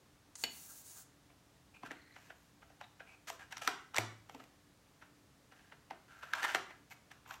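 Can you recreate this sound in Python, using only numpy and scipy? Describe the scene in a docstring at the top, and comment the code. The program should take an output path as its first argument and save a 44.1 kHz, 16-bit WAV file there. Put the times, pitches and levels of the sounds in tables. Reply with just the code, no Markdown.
"""A thin metal tool clinks onto a plastic mat, and a hand swishes away over the mat's fine grain.
Fingers then pick at a small plastic case among crinkling plastic bags: it knocks, scrapes, and snaps
open and shut, each impact or stick-slip rub ringing its short resonances. Hard knocks thump the wooden
table, and one sets its top booming. The small room adds a short reverb and hums faintly."""
import sys
import numpy as np
from scipy import signal
from scipy.fft import rfft, irfft, next_fast_len
from scipy.io import wavfile
from scipy.ndimage import uniform_filter1d

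SR = 44100
rng = np.random.default_rng(int(sys.argv[2]) if len(sys.argv) > 2 else 0)


def waveform_to_disk(signal):
    """Save audio, clipped to [-1, 1], as 16-bit WAV at the path in sys.argv[1]."""
    frames = np.transpose(np.atleast_2d(signal))
    scaled = np.clip(frames, -1, 1) * 32767
    samples = np.round(scaled).astype(np.int16)
    wavfile.write(sys.argv[1], SR, samples)


N = 326340

# plastic and fingers knock on the case:
# (time [s], relative level [dB], brightness [dB], weight [dB], spot ring [Hz], contact length [s])
KNOCKS = [(1.3, -70, -12, 1, 600, .005), (1.8328, -50.5, -14, 0, 1100, 0.0033),
          (1.9083, -46, -13, -7.5, 1740, .0026), (1.915, -52.5, -3, -6, 2380, .0032),
          (2.162, -57.5, -10, -8, 1920, .0055), (2.303, -53, -34, -4.5, 1690, .0045),
          (2.624, -61, -24, -2, 1530, 0.0095), (2.699, -71, -16, 7.5, 760, .0085),
          (2.811, -51.5, -9, -0.5, 780, .0055), (3.001, -51.5, -20, -6, 1490, .009),
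          (3.3, -49, -0.5, 2, 670, 0.0029), (3.522, -46.5, -3, -15, 1640, 0.0083),
          (3.567, -49.5, -0.5, -32, 5870, 0.0099), (3.58, -54, 0, -32, 1770, 0.0024),
          (3.617, -47, -4.5, -3.5, 1800, 0.0092), (3.675, -28.5, -5, -16, 1305, 0.0032),
          (3.9435, -43.5, -6.5, -11, 1380, .005), (3.9644, -44.5, 4.5, -6, 8050, 0.0013),
          (3.971, -38, -4, -14, 2020, 0.0038), (3.982, -32, -1.5, -4, 2160, 0.0045),
          (4.2952, -56.5, -4, 2, 3220, 0.0033), (4.3457, -56.5, -4, 0.5, 940, .006),
          (4.4003, -56, -12, -4, 1290, 0.0038), (4.438, -69, 2.5, -2, 2300, .006),
          (5.02, -56.5, -14, -17, 1420, .012), (5.52, -62, -8, -7, 1630, 0.007),
          (5.721, -56, -14, -5.5, 1800, 0.0056), (5.9081, -47.5, -12.5, 1.5, 830, 0.0019),
          (6.229, -47.5, -10, -9, 1370, 0.012), (6.335, -31.5, -11, -30, 1460, .0022),
          (6.4485, -35.5, -9, -24, 1370, 0.0011), (6.492, -44.5, -21, -14, 1580, .002),
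          (6.547, -31, -5.5, -6.5, 1810, 0.0041), (6.5543, -39, -5, -21, 2700, 0.0063),
          (6.702, -54, -11, -6.5, 1930, 0.015), (7.111, -55, -4, -13, 1670, 0.013),
          (7.2605, -59.5, -29, -10, 1470, 0.0033), (7.309, -45.5, -11, -18, 1550, 0.0021),
          (7.34, -57.5, 0, -19, 1930, .0046)]
# tone of a rub before the case rings: (frequency [Hz], level [dB])
RUB_BODY = [(250, -16.5), (450, -12.5), (700, -0.5), (1500, -3.5), (2600, -1), (3600, -9.5), (5000, -19)]
# tone of friction on the mat: (frequency [Hz], level [dB])
SWISH = [(700, -5.5), (2200, -10.5), (3300, -8.5), (4400, -3.5), (5200, -3.5), (6500, 5), (8000, 1.5),
         (9500, -0.5), (11000, -21)]


def knocks(smear, ring_db):
    """Impacts excite the case and ring the struck spot; smear stretches each contact, as many walls do."""
    # thud, body, clack and tick bands: (low edge [Hz], high edge [Hz])
    registers = [(390, 850), (850, 2300), (2300, 6500), (6500, 14500)]
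    # tone of the bare impact: (frequency [Hz], level [dB])
    impact_tone = [(300, -10), (500, -0.5), (750, 1.5), (1100, -0.5), (2000, -3.5), (2700, -2),
                   (4000, -2.5), (5700, -10.5), (8000, -16.5), (10000, -23.5), (12500, -21), (16000, -25)]
    out, filters = np.zeros(N), [band(*edges) for edges in registers]
    for s, db, bright_db, weight_db, spot_hz, length_s in KNOCKS:
        tick_db = -5.5 + 1.46 * bright_db
        levels = db + np.array([weight_db, 0, bright_db, tick_db])
        length_s *= smear
        body = case(colour(contact(length_s, rise_s=0.3 * length_s), impact_tone))
        spot_db = ring_db - 0.35 * bright_db  # a dull fingertip tap rings more purely
        body = body + from_db(spot_db) * resonate(body, spot_hz, spot_hz / 6)
        knock = sum(blow_level(signal.sosfilt(sos, body), level) for sos, level in zip(filters, levels))
        add(out, s - .0004, knock)
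    return out


def case(x):
    """The plastic case passes a contact on and adds its own short rings."""
    # shell resonances: (frequency [Hz], width [Hz], level [dB])
    modes = [(765, 53, -11), (962, 30, -11.5), (1024, 23, -2), (1340, 63, -3), (1494, 330, -6.5),
             (1925, 81, -13), (2445, 58, -17), (2930, 260, -10.5), (3480, 98, -10), (5780, 190, 4.5)]
    return x + sum(from_db(db) * resonate(x, hz, width) for hz, width, db in modes)


def rubs(edge_s, grip_width_hz):
    """Jerky stick-slip drives the case and a squeak set by the grip; finer slips hiss."""
    # plastic and fingers rub on plastic: (start [s], end [s], level [dB], grip pitch [Hz], squeak [dB])
    gestures = [(1.738, 1.768, -58, 2500, 10.5), (1.846, 1.873, -51.5, 1510, 7.5),
                (1.919, 2.153, -77, 4200, 28), (1.959, 2.193, -70, 1930, 21),
                (2.136, 2.305, -68.5, 1720, -5), (2.815, 2.847, -61, 3830, 14.5),
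                (3.062, 3.15, -63, 2400, 9), (3.27, 3.301, -48, 1680, -8.5), (3.39, 3.439, -57, 1630, 6),
                (3.505, 3.525, -58, 1870, -6), (3.612, 3.668, -53.5, 1350, -10),
                (3.952, 3.976, -44, 1860, 0), (5.527, 5.7, -70.5, 1680, 3), (6.077, 6.243, -63, 1460, 7),
                (6.213, 6.334, -60, 1580, 8), (6.345, 6.43, -47.5, 1480, 4), (6.423, 6.455, -36, 1760, 5),
                (6.462, 6.553, -45.5, 1650, 1), (6.904, 6.926, -54, 2230, 5.5),
                (7.271, 7.355, -60.5, 1000, 5)]
    # tone of the finer slips: (frequency [Hz], level [dB])
    hiss_tone = [(2200, -22), (3500, -2.5), (6000, 7), (8000, 1.5), (10000, -6), (12500, -5.5),
                 (16000, -16)]
    out, t = np.zeros(N), np.arange(SR // 2) / SR
    for start, end, db, hz, squeak_db in gestures:
        stroke = np.clip(t / edge_s, 0, 1) * np.clip((end - start - t) / edge_s + 1, 0, 1)
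        jerk_db = 1.5 + 0.11 * max(squeak_db, 0)  # a squeaking grip catches more deeply
        hiss_db = -9 - 0.59 * squeak_db  # and hisses less
        jerks = flutter(len(t), window=300, depth_db=jerk_db)
        friction = slips(len(t), per_s=4500, spread_db=3.0) * jerks
        body = case(colour(friction, RUB_BODY))
        squeak = from_db(squeak_db) * resonate(resonate(body, hz, grip_width_hz), hz, grip_width_hz)
        hiss = from_db(hiss_db) * rms_one(colour(friction, hiss_tone))
        add(out, start, from_db(db) * stroke * (rms_one(body + squeak) + hiss))
    return out


def scuffs(lead_s, length_s):
    """Fingers and edges graze the case just before and after each knock."""
    out = np.zeros(N)
    for s, knock_db, *_ in KNOCKS:
        graze = case(colour(contact(length_s, rise_s=lead_s), RUB_BODY))
        graze_db = -23.5 + 0.63 * knock_db  # grows more slowly than the knock
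        add(out, s - lead_s, blow_level(graze, graze_db))
    return out


def tool():
    """The metal tool scratches the mat, lands and rings briefly over the mat's dull thud."""
    # first scratch: (time [s], level [dB])
    touch = (0.3537, -49)
    # landing: (time [s], ring level [dB], thud level [dB])
    drop = (0.4378, -22.5, -36)
    # bending modes, damped by the mat: (frequency [Hz], level [dB], t60 [s])
    modes = [(2110, -20, 0.033), (2460, -12, 0.04), (2960, -21.5, 0.19), (4450, -4.5, 0.041),
             (5400, -17, 0.027), (6850, -6.5, 0.024), (9300, -31, .025), (11900, -16, 0.02),
             (14600, -19, .02)]
    # tone of the mat's thud: (frequency [Hz], level [dB])
    thud_tone = [(100, -24), (160, -4.5), (285, 6.5), (400, -2), (900, 1.5), (1400, -9.5), (2400, 7.5),
                 (3500, -1), (5000, -7), (9000, -15), (16000, -33)]
    touch_s, touch_db = touch
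    drop_s, ring_db, thud_db = drop
    out = np.zeros(N)
    add(out, touch_s, blow_level(colour(contact(0.011, rise_s=0.00052), SWISH), touch_db))
    add(out, drop_s, from_db(ring_db) * ringing(modes))
    add(out, drop_s, blow_level(colour(contact(0.013, rise_s=0.00087), thud_tone), thud_db))
    return out


def table_thumps():
    """Hard knocks pass through the case into the table top."""
    # blows that reach the wood: (time [s], level [dB])
    blows = [(1.838, -51), (1.908, -52), (3.676, -45.5), (3.984, -41.5), (4.346, -52), (5.91, -57.5),
             (6.44, -55), (6.55, -43.5)]
    # tone of the top's crowded higher modes: (frequency [Hz], level [dB])
    wood_tone = [(120, -14.5), (165, -8), (215, -5.5), (290, 1.5), (390, 1.5), (480, -4), (700, -29)]
    out = np.zeros(N)
    for s, db in blows:
        add(out, s, blow_level(colour(contact(0.014, rise_s=0.00038), wood_tone), db))
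    return out


def table_boom(start_s, swell_s):
    """After the hardest thump, the table's lowest mode swells over a cycle or two and dies slowly."""
    # the whole top swinging: (frequency [Hz], level [dB], t60 [s])
    lowest_mode = [(110, -40.5, 0.62)]
    out, t = np.zeros(N), np.arange(SR) / SR
    add(out, start_s, ringing(lowest_mode) * (1 - np.exp(-t / swell_s)))
    return out


def hand_slide(attack_s, release_s, press_s, press_lift_db):
    """Skin and sleeve catch on the mat's grain: a high swish, with a hollow rub where they press harder."""
    # strokes over the mat: (start [s], end [s], relative swish level [dB], relative hiss level [dB])
    strokes = [(0.353, 0.435, -51.5, -58), (0.48, .8, -56.5, -56.5), (0.802, 1.011, -56.5, -59)]
    # the hand bears down: (time [s], relative level of the hollow rub [dB])
    presses = [(.705, -63), (.98, -64)]
    out, t = np.zeros(N), np.arange(N) / SR
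    grip = flutter(N, window=900, depth_db=1.0)
    friction = slips(N, per_s=9000, spread_db=2.0) * grip
    swish = rms_one(colour(friction, SWISH))
    hollow = rms_one(resonate(friction, hz=1490, width_hz=190))
    hiss = rms_one(signal.sosfilt(band(9800, 17000), friction))
    for start, end, swish_db, hiss_db in strokes:
        stroke = np.clip((t - start) / attack_s, 0, 1) * np.clip((end - t) / release_s + 1, 0, 1)
        out += stroke * (from_db(swish_db) * swish + from_db(hiss_db) * hiss)
    for s, db in presses:
        press = np.exp(-((t - s) / press_s) ** 2)
        out = out * from_db(press_lift_db * press) + from_db(db) * press * hollow
    return out


def bags():
    """Thin plastic film buckles in sparse, bright little snaps."""
    # the bags are brushed: (start [s], end [s], level [dB])
    crinkles = [(2.12, 2.564, -80), (3.27, 3.366, -67), (4.273, 4.47, -77), (6.14, 6.392, -78),
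                (6.895, 6.945, -64), (7.263, 7.375, -64.5)]
    # tone of the film: (frequency [Hz], level [dB])
    film_tone = [(2500, 4), (4500, -4), (7000, 5), (10000, -18), (12500, 4), (16000, -14)]
    out = np.zeros(N)
    for start, end, db in crinkles:
        size = int(max(end - start, .05) * SR)
        snaps = colour(slips(size, per_s=560, spread_db=2.0), film_tone)
        add(out, start, from_db(db) * rms_one(snaps) * signal.windows.tukey(size, .5))
    return out


def room(x, build_s):
    """Diffuse reflections build up within milliseconds and die soonest in the high treble."""
    # reverb time: (frequency [Hz], t60 [s])
    decay_times = [(150, 0.61), (600, 0.31), (1500, 0.48), (4000, 0.4), (8000, 0.39), (15000, 0.14)]
    # reverb return against its send: (frequency [Hz], level [dB])
    wet_levels = [(150, 0.5), (600, -3), (1300, -5.5), (3000, -6), (7000, -6), (15000, -7)]
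    t, edges = np.arange(int(SR * .7)) / SR, np.geomspace(130, 17000, 15)
    onset = 1 - np.exp(-(t / build_s) ** 2)
    response = np.zeros(len(t))
    for low, high in zip(edges, edges[1:]):
        hz = np.sqrt(low * high)
        decay = from_db(-60 * t / at_hz(decay_times, hz))
        tail = signal.sosfilt(band(low, high), rng.standard_normal(len(t))) * decay * onset
        tail *= np.sqrt(2 * (high - low) / SR / np.sum(tail ** 2))  # unity gain in the band
        response += from_db(at_hz(wet_levels, hz)) * tail
    return signal.fftconvolve(x, response)[:N]


def room_tone(air_db, hum_width_hz):
    """A steady bed of air with a faint, wavering hum."""
    # tone of the air: (frequency [Hz], level [dB])
    air_tone = [(15, -55), (25, -16.5), (55, -4.5), (137, -2.5), (229, -8.5), (293, -8.5), (317, -11),
                (607, -14), (1070, -16.5), (1190, -16), (1480, -19), (1740, -18), (2350, -21.5),
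                (6380, -24.5), (16000, -34.5)]
    # hum: (frequency [Hz], level [dB])
    hum_lines = [(292, -78)]
    hum = np.zeros(N)
    for hz, db in hum_lines:
        narrow_noise = resonate(rng.standard_normal(N), hz, hum_width_hz)
        hum += from_db(db) * rms_one(resonate(narrow_noise, hz, hum_width_hz))
    return from_db(air_db) * rms_one(colour(rng.standard_normal(N), air_tone)) + hum


def contact(length_s, rise_s):
    """Two hard surfaces meet in a tight cluster of tiny impacts."""
    t = np.arange(SR // 10) / SR
    return rng.standard_normal(len(t)) * (1 - np.exp(-(t / rise_s) ** 2)) * np.exp(-2 * t / length_s)


def slips(size, per_s, spread_db):
    """Stick and slip: random tiny clicks, a few much larger than the rest."""
    strength = from_db(spread_db * np.minimum(rng.exponential(1, size), 4))
    return (rng.random(size) < per_s / SR) * strength * rng.choice([-1, 1], size)


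def flutter(size, window, depth_db):
    """An unsteady grip: a random gain, smoothed over a window of samples."""
    return from_db(depth_db * rms_one(uniform_filter1d(rng.standard_normal(size), window)))


def ringing(modes):
    """One second of decaying sines after a blow."""
    t = np.arange(SR) / SR
    return sum(from_db(db - 60 * t / t60) * np.sin(2 * np.pi * hz * t) for hz, db, t60 in modes)


def resonate(x, hz, width_hz):
    """A resonance with unity gain at its peak."""
    r = np.exp(-np.pi * width_hz / SR)
    feedback = [1, -2 * r * np.cos(2 * np.pi * hz / SR), r * r]
    return signal.lfilter(np.array([1, 0, -1]) * (1 - r * r) / 2, feedback, x)


def colour(x, tone):
    """Minimum-phase EQ that follows a tone curve and rolls off beyond its ends."""
    size = 2 * next_fast_len(len(x) // 2 + 2048, real=True)
    hz = np.maximum(np.fft.rfftfreq(size, 1 / SR), 1)
    octaves_beyond = np.abs(np.log2(hz / np.clip(hz, tone[0][0], tone[-1][0])))
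    gain = from_db(at_hz(tone, hz) - 20 * np.minimum(octaves_beyond, 2))
    cepstrum = irfft(np.log(gain))
    cepstrum[1:size // 2] *= 2  # folded forward, so nothing rings ahead of a hit
    cepstrum[size // 2 + 1:] = 0
    return irfft(rfft(x, size) * np.exp(rfft(cepstrum)))[:len(x)]


def band(low, high):
    """Band-pass sections."""
    return signal.butter(3, [low, high], "band", fs=SR, output="sos")


def at_hz(points, hz):
    """Read a curve on a log-frequency axis."""
    f, value = np.transpose(points)
    return np.interp(np.log(np.maximum(hz, 1)), np.log(f), value)


def from_db(db):
    """Decibels to gain."""
    return 10 ** (np.asarray(db) / 20)


def rms_one(x):
    """Scale to rms 1."""
    return x / np.sqrt(np.mean(x ** 2) + 1e-24)


def blow_level(x, db):
    """Give a short sound the energy of 10 ms at this level."""
    return from_db(db) * x * np.sqrt(.01 * SR / (np.sum(x ** 2) + 1e-24))


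def add(out, s, sound):
    """Mix a sound in at a time."""
    i = max(round(s * SR), 0)
    out[i:i + len(sound)] += sound[:max(N - i, 0)]


def scene():
    """Knocks, rubs, bags and mat sounds ring briefly in the room; the table's boom stays dry."""
    handling = rubs(edge_s=0.0063, grip_width_hz=550) + scuffs(lead_s=.01, length_s=0.026) + bags()
    surface = tool() + table_thumps()
    surface += from_db(-3.0) * hand_slide(attack_s=.06, release_s=0.034, press_s=0.021, press_lift_db=1.5)
    direct = from_db(0.8) * knocks(smear=1, ring_db=9.5) + handling + surface
    direct += table_boom(start_s=3.984, swell_s=0.0065)
    send = from_db(-1.5) * (knocks(smear=3.3, ring_db=-4.5) + surface) + handling
    return (direct + room(send, build_s=0.00068) + room_tone(air_db=-67, hum_width_hz=14.0))[None]


def record(dry):
    """The microphone loses the deepest bass, and the top is cut steeply."""
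    low_cut = signal.butter(2, 28, "high", fs=SR, output="sos")
    high_cut = signal.ellip(10, .1, 70, 15900, fs=SR, output="sos")
    return signal.sosfilt(high_cut, signal.sosfilt(low_cut, dry))


dry = scene()
out = record(dry)
waveform_to_disk(out)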